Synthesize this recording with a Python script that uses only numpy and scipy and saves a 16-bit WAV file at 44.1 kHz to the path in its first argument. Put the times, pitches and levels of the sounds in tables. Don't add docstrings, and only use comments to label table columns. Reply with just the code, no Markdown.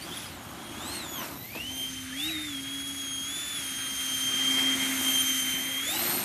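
import sys
import numpy as np
from scipy.fft import rfft, irfft, next_fast_len
from scipy.io import wavfile
from scipy.ndimage import map_coordinates

SR = 44100
rng = np.random.default_rng(int(sys.argv[2]) if len(sys.argv) > 2 else 0)


def persist_wave(psi):
    counts = np.round(np.clip(psi, -1, 1) * 32767).astype(np.int16)
    wavfile.write(sys.argv[1], SR, np.atleast_2d(counts).T)


N = 275184
TIME = np.arange(N) / SR

# t/s, f/Hz
SHAFT_RATE = [(0, 277), (.74, 273), (1.08, 287), (1.7, 262), (1.86, 263), (2.08, 259.5), (2.6, 270.8),
              (3.15, 270.3), (3.7, 267.7), (4.18, 264), (4.7, 265.7), (5.24, 263.2), (5.56, 260.5),
              (5.78, 267.3)]
# start/s, rise/s, hold/s, fall/s, change of shaft rate/Hz
THROTTLE = [(-.156, .293, .09, .22, 152), (.75, .202, 0, .145, 75.5), (1.114, .262, 0, .367, -113.1),
            (2.118, .196, 0, .094, 58), (2.326, .084, 0, .186, 38.8), (2.62, .15, .21, .12, 5.1),
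            (3.21, .18, .125, .14, 22), (5.775, .31, .3, .3, 89.4)]
# t/s, level re closest range/dB
NEARNESS = [(0, -15), (.55, -15.5), (.95, -10), (1.1, -12.5), (1.24, -7), (1.46, -9), (1.7, -10),
            (2.6, -10.5), (3.15, -9.5), (3.4, -8), (4, -6), (4.45, -2.5), (5.05, -0.5), (5.75, -5),
            (6.1, -4), (6.24, -6.5)]
# t/s, level/dB
TOOTH_TONE = [(0, -37.5), (.22, -38), (.35, -44), (.6, -39), (.97, -32), (1.18, -32.5), (1.34, -57),
              (1.62, -28), (1.87, -26.5), (2.08, -39.5), (2.21, -22.5), (2.45, -29), (3.3, -28.5),
              (3.75, -34), (4.3, -26.5), (4.6, -24.5), (5.09, -29.5), (5.92, -30), (6.02, -38.5),
              (6.24, -40)]
# t/s, 2nd harmonic/dB, 3rd harmonic/dB
OVERTONES = [(0, -42.5, -56), (.7, -52, -57), (.88, -36.5, -43), (1.15, -33.5, -54), (1.28, -56, -60),
             (1.43, -41, -66), (1.57, -52, -58), (1.78, -35, -38), (2.1, -42.5, -47), (2.33, -51, -39),
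             (2.48, -43.5, -47), (2.8, -40.5, -36.5), (3.15, -32.5, -35), (3.5, -38, -35.5),
             (4.2, -34, -37), (4.42, -34.5, -51), (4.57, -41.5, -64), (4.95, -42, -43), (5.23, -32, -38),
             (5.75, -41, -41.5), (6.15, -33, -33)]
# centre/s, half length/s, gain/dB
DROPOUTS = [(1.1, 0.018, -7), (1.737, 0.045, -7.5), (1.916, 0.013, -14), (2.062, 0.023, -7),
            (2.618, 0.017, -8), (2.945, 0.014, -11), (4.779, 0.024, -16), (4.943, .07, -12.5),
            (5.65, .03, -2)]
# t/s, noisy share of the power
FRAY = [(0, 0.5), (.3, 0.9), (.6, 0.45), (1.05, 0.2), (1.25, .4), (1.7, 0.11), (2.6, 0), (5.85, .04),
        (6.24, 0.2)]
# start/s, rise/s, hold/s, fall/s, added flutter/dB
SHAKING = [(-.1, .1, 0.55, .2, 4), (5.02, 0.066, 0.16, .08, 1.5)]
# t/s, level/dB
ROTOR_HUM = [(0, -67), (.6, -68), (.95, -47.5), (1.5, -63), (1.7, -46.5), (2.1, -43.5), (2.22, -40),
             (2.5, -40), (3, -45.5), (3.45, -52), (4.25, -44.5), (4.7, -35), (5.03, -36), (5.5, -44),
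             (6.24, -46.5)]
# f/Hz, relative spectral density/dB
RASP_SPECTRUM = [(600, -46), (1020, -19), (1230, 0), (1750, 0.5), (2100, 2), (2700, 0), (3400, -0.5),
                 (4000, -2), (4700, -11.5), (7000, -31)]
# multiple of the shaft rate, amplitude re rasp/dB
SHAFT_ORDERS = [(2, -26), (6, -15.5), (8, -15), (11, -15.5), (13, -56), (23, -18), (25, -18), (35, -13),
                (37, -37)]
# centre/s, half length/s, level/dB
SHELL_BUZZES = [(2.36, 0.14, -45.5), (4.694, 0.32, -38.5), (5.55, 0.36, -42)]
# centre/s, half length/s, level/dB, f/Hz, bandwidth/Hz
SQUEALS = [(1.173, 0.083, -43, 12100, 708), (1.438, 0.19, -46, 12230, 484), (1.8, .08, -47, 12050, 250),
           (2.24, .04, -47, 12070, 218), (5.151, 0.24, -43, 11960, 209), (5.596, 0.36, -43, 11970, 191),
           (6.04, 0.12, -33.5, 12030, 566), (6.17, 0.15, -39, 11830, 800)]
# centre/s, half length/s, top knob rate/Hz,
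# share of that rate gained in the spin, tread level/dB, differential level/dB
WHEELSPINS = [(0.178, .1, 955, .1, -70, -45), (0.909, 0.064, 900, .15, -52, -52),
              (1.196, .05, 1053, 0.083, -47, -67), (2.25, .095, 808, .46, -54, -41.5),
              (5.965, .1, 834, 0.64, -42.5, -41.5)]
# f/Hz, relative spectral density/dB
RUMBLE_SPECTRUM = [(40, -52), (100, -6.5), (160, -4), (250, 4), (345, 1), (430, -9), (600, -49),
                   (1200, -80)]
TREAD_SPECTRUM = [(200, -53), (400, -11.5), (540, -3), (760, -0.5), (950, -2), (1250, -2), (1700, -8.5),
                  (3500, -90)]
HISS_SPECTRUM = [(3000, -29), (4400, -2.5), (5300, 0), (6700, 0.5), (7800, -1.5), (9000, -0.5),
                 (12600, -3.5), (15300, -20)]
# start/s, rise/s, hold/s, fall/s, tread gain/dB
DIRT = [(-.2, 0.32, 0.895, 0.3, 13.5), (1.1, 0.17, 0.099, 0.22, 10), (1.5, 0.02, 0.28, 0.13, 7.5),
        (4.3, 0.27, 0.49, 0.36, 3), (5.8, 0.22, 0.87, .2, 12)]
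# start/s, rise/s, hold/s, fall/s, gain/dB
JUMP = [(1.34, 0.08, 0.09, .05, -2)]
# t/s, level/dB, 60 dB decay time/s
LANDINGS = [(1.178, -41, .08), (1.548, -33, 0.2)]
# f/Hz, relative spectral density/dB
THUD_SPECTRUM = [(40, -30), (130, -2), (300, 1), (600, -4), (1500, -11), (4000, -17), (12000, -50)]
# t/s, level/dB, centre f/Hz
GRIT = [(1.158, -49, 9500), (1.245, -47, 4880), (1.489, -47, 7000), (1.549, -45, 5940), (2.378, -44, 8000),
        (6.009, -39, 11760)]
# start/s, rise/s, hold/s, fall/s, depth (0-1), f/Hz, half width/Hz
GROUND_NOTCHES = [(1.32, .08, 0.37, 0.25, 0.57, 1340, 480), (4.55, 0.31, .9, 0.22, 0.45, 4980, 750),
                  (5.15, 0.28, 0.97, .2, 0.17, 1160, 450)]
# f/Hz, relative spectral density/dB
OUTDOOR_SPECTRUM = [(20, -31), (40, -17), (65, -1), (100, 0.5), (160, -2.5), (300, -21.5), (1000, -41),
                    (6000, -59)]
# f/Hz, gain/dB
MICROPHONE = [(4000, 0), (4900, 0), (6200, 0), (12700, 0.5), (14300, -1.5)]

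TEETH, CRUISE_HZ = 12, 265
FLUTTER_DB, FLUTTER_STEP_DB = 0.53, 0.5
FOURTH_DB, FOURTH_FALLOFF = -0.5, 1.3
RASP_DB, RASP_PER_OCTAVE_DB = -35.5, 7.5
HISS_DB, HISS_PER_OCTAVE_DB = -33.5, 8
RUMBLE_DB, TREAD_DB = -47, -47
HISS_FALLOFF, RUMBLE_FOLLOWS = 1.34, 0.78
SPIN_LINGERS, CHATTER_LEAD_S = 1.14, 0.025
SPRAY_DB = -1
TOP_HZ = 15380


def motor(shaft, shaft_hz, near_db):
    hum_db, = curves(ROTOR_HUM)
    first_db, second_db, third_db = near_db + np.array(curves(TOOTH_TONE) + curves(OVERTONES))
    first_db += sum(db * swell(s, half) for s, half, db in DROPOUTS)
    fourth_db = third_db + FOURTH_DB + FOURTH_FALLOFF * near_db
    tooth_hz = TEETH * shaft_hz
    fray = np.clip(curves(FRAY)[0], 0, 1)
    mesh = TEETH * shaft + 0.28 * wobble(45) + 0.024 * wobble(300)
    bounce_db = FLUTTER_DB + 2 * np.sqrt(fray) + plateaus(SHAKING)
    whine = 0
    for k, db in enumerate([first_db, second_db, third_db, fourth_db], 1):
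        flutter_db = (bounce_db + FLUTTER_STEP_DB * (k - 1)) * wobble(34) + 1.3 * wobble(120)
        clean = np.sqrt(2 * (1 - fray)) * np.cos(k * mesh)
        frayed = np.sqrt(fray) * narrowband(k * tooth_hz, width_hz=320)
        whine += amp(db + flutter_db) * (clean + frayed)
    hum = np.sqrt(2) * amp(hum_db + wobble(30) - 0.5) * np.sin(shaft)
    return whine + hum


def gearbox(shaft, octaves, near_db):
    rasp_db = RASP_DB + near_db + RASP_PER_OCTAVE_DB * octaves
    friction = grainy(grain_db=1.0, rate=310) * (1 + 0.21 * np.cos(shaft))
    rasp = coloured(friction, RASP_SPECTRUM)
    orders = sum(amp(db + 4 * wobble(12)) * np.sin(k * shaft + 0.77 * wobble(14))
                 for k, db in SHAFT_ORDERS)
    shell_hz = 2100
    whirr = narrowband(shell_hz, width_hz=330) + 0.68 * narrowband(shell_hz, width_hz=900)
    ringing = sum(amp(db) * swell(s, half) for s, half, db in SHELL_BUZZES)
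    teeth = amp(rasp_db + 0.75 * wobble(20)) * (rasp + orders)
    return teeth + ringing * amp(1.6 * wobble(30)) * whirr


def controller():
    drift_hz = 35 * wobble(30)
    fits = sum(amp(db) * swell(s, half) * narrowband(hz + drift_hz, width)
               for s, half, db, hz, width in SQUEALS)
    flicker = amp(0.67 * wobble(22))
    singing = amp(-59) * narrowband(12000 + drift_hz, width_hz=240)
    return flicker * (fits + singing)


def wheelspin():
    slip = 1 + 0.0257 * wobble(70)
    rattle_db = 3 * wobble(70)
    sound = 0
    for s, half, top_hz, gained, tread_db, gear_db in WHEELSPINS:
        knob_hz = top_hz * slip * (1 - gained + gained * swell(s, half))
        growl = amp(tread_db) * narrowband(knob_hz, width_hz=120)
        chatter = amp(gear_db + rattle_db) * narrowband(3.56 * knob_hz, width_hz=0.5 * knob_hz)
        sound += swell(s, SPIN_LINGERS * half) * growl
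        sound += swell(s - CHATTER_LEAD_S, SPIN_LINGERS * half) * chatter
    return sound


def tyres(shaft, octaves, near_db):
    contact_db = near_db + plateaus(DIRT)
    jolt_db = 1.38 * wobble(10)
    rumble = coloured(grainy(grain_db=2.0, rate=75), RUMBLE_SPECTRUM)
    rumble *= amp(RUMBLE_DB + RUMBLE_FOLLOWS * contact_db + jolt_db)
    tread = coloured(grainy(grain_db=1.1, rate=200), TREAD_SPECTRUM)
    tread *= amp(TREAD_DB + contact_db + jolt_db)
    crackle = grainy(grain_db=1.0, rate=900) * amp(0.62 * wobble(25) + 0.77 * wobble(9))
    hiss = coloured(crackle * (1 + 0.073 * np.cos(shaft)), HISS_SPECTRUM)
    rolling = amp(HISS_DB + HISS_FALLOFF * near_db + HISS_PER_OCTAVE_DB * octaves)
    spray = sum(amp(db + SPRAY_DB) * swell(s, half) for s, half, *_, db in WHEELSPINS)
    return rumble + tread + np.hypot(rolling, spray) * hiss


def knocks():
    thuds = sum(amp(db) * burst(s, t60, attack=0.0031) for s, db, t60 in LANDINGS)
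    ticks = sum(amp(db) * burst(s, t60=0.013, attack=0.0006) * narrowband(hz, width_hz=12000)
                for s, db, hz in GRIT)
    return thuds * coloured(rng.standard_normal(N), THUD_SPECTRUM) + ticks


def ground_reflection(direct):
    cancelled = 0
    for *gesture, hz, width in GROUND_NOTCHES:
        band = filtered(direct, lambda f: np.exp(-((f - hz) / width) ** 2))
        cancelled += plateaus([gesture]) * band
    return direct - cancelled


def outdoors():
    level_db = np.interp(TIME, [1.8, 3.4], [-51, -55.5])
    return amp(level_db + 0.63 * wobble(9.2)) * coloured(rng.standard_normal(N), OUTDOOR_SPECTRUM)


def amp(db):
    return 10 ** (np.asarray(db) / 20)


def unit(x):
    return x / np.sqrt(np.mean(x ** 2) + 1e-20)


def curves(rows):
    s, *columns = np.transpose(rows)
    return [np.interp(TIME, s, column) for column in columns]


def ease(u):
    return np.sin(np.pi / 2 * np.clip(u, 0, 1)) ** 2


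def plateaus(rows):
    return sum(height * ease((TIME - s) / rise) * ease((s + rise + hold + fall - TIME) / fall)
               for s, rise, hold, fall, height in rows)


def swell(centre, half_length):
    return np.exp(-((TIME - centre) / half_length) ** 2)


def burst(start, t60, attack):
    age = np.maximum(TIME - start, 0)
    return (1 - np.exp(-age / attack)) * amp(-60 * age / t60)


def wobble(rate):
    knots = rng.standard_normal(int(N * rate / SR) + 4)
    return unit(map_coordinates(knots, [TIME * rate]))


def phase(hz):
    return 2 * np.pi * np.cumsum(hz) / SR


def filtered(x, response):
    size = next_fast_len(N + SR // 2)
    return irfft(rfft(x, size) * response(np.fft.rfftfreq(size, 1 / SR)), size)[:N]


def coloured(x, spectrum):
    f, db = np.transpose(spectrum)
    return unit(filtered(x, lambda hz: amp(np.interp(np.log(hz + 1), np.log(f), db))))


def grainy(grain_db, rate):
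    return rng.standard_normal(N) * amp(grain_db * wobble(rate))


def narrowband(centre_hz, width_hz):
    position = np.cumsum(np.abs(width_hz) * np.ones(N)) / SR
    knots = rng.standard_normal((2, int(position[-1]) + 4))
    in_phase, quadrature = (map_coordinates(row, [position]) for row in knots)
    carrier = phase(centre_hz * np.ones(N))
    return unit(in_phase * np.cos(carrier) + quadrature * np.sin(carrier))


def scene():
    shaft_hz = curves(SHAFT_RATE)[0] + plateaus(THROTTLE)
    shaft = phase(shaft_hz)
    octaves = np.log2(shaft_hz / CRUISE_HZ)
    near_db, = curves(NEARNESS)
    running = gearbox(shaft, octaves, near_db) + tyres(shaft, octaves, near_db)
    running = amp(plateaus(JUMP)) * ground_reflection(running)
    air = motor(shaft, shaft_hz, near_db) + running + controller() + wheelspin() + knocks() + outdoors()
    return np.array([air, air])


def record(dry):
    f, db = np.transpose(MICROPHONE)
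    response = lambda hz: amp(np.interp(hz, f, db)) * (hz < TOP_HZ)
    return np.array([filtered(channel, response) for channel in dry])


dry = scene()
out = record(dry)
persist_wave(out)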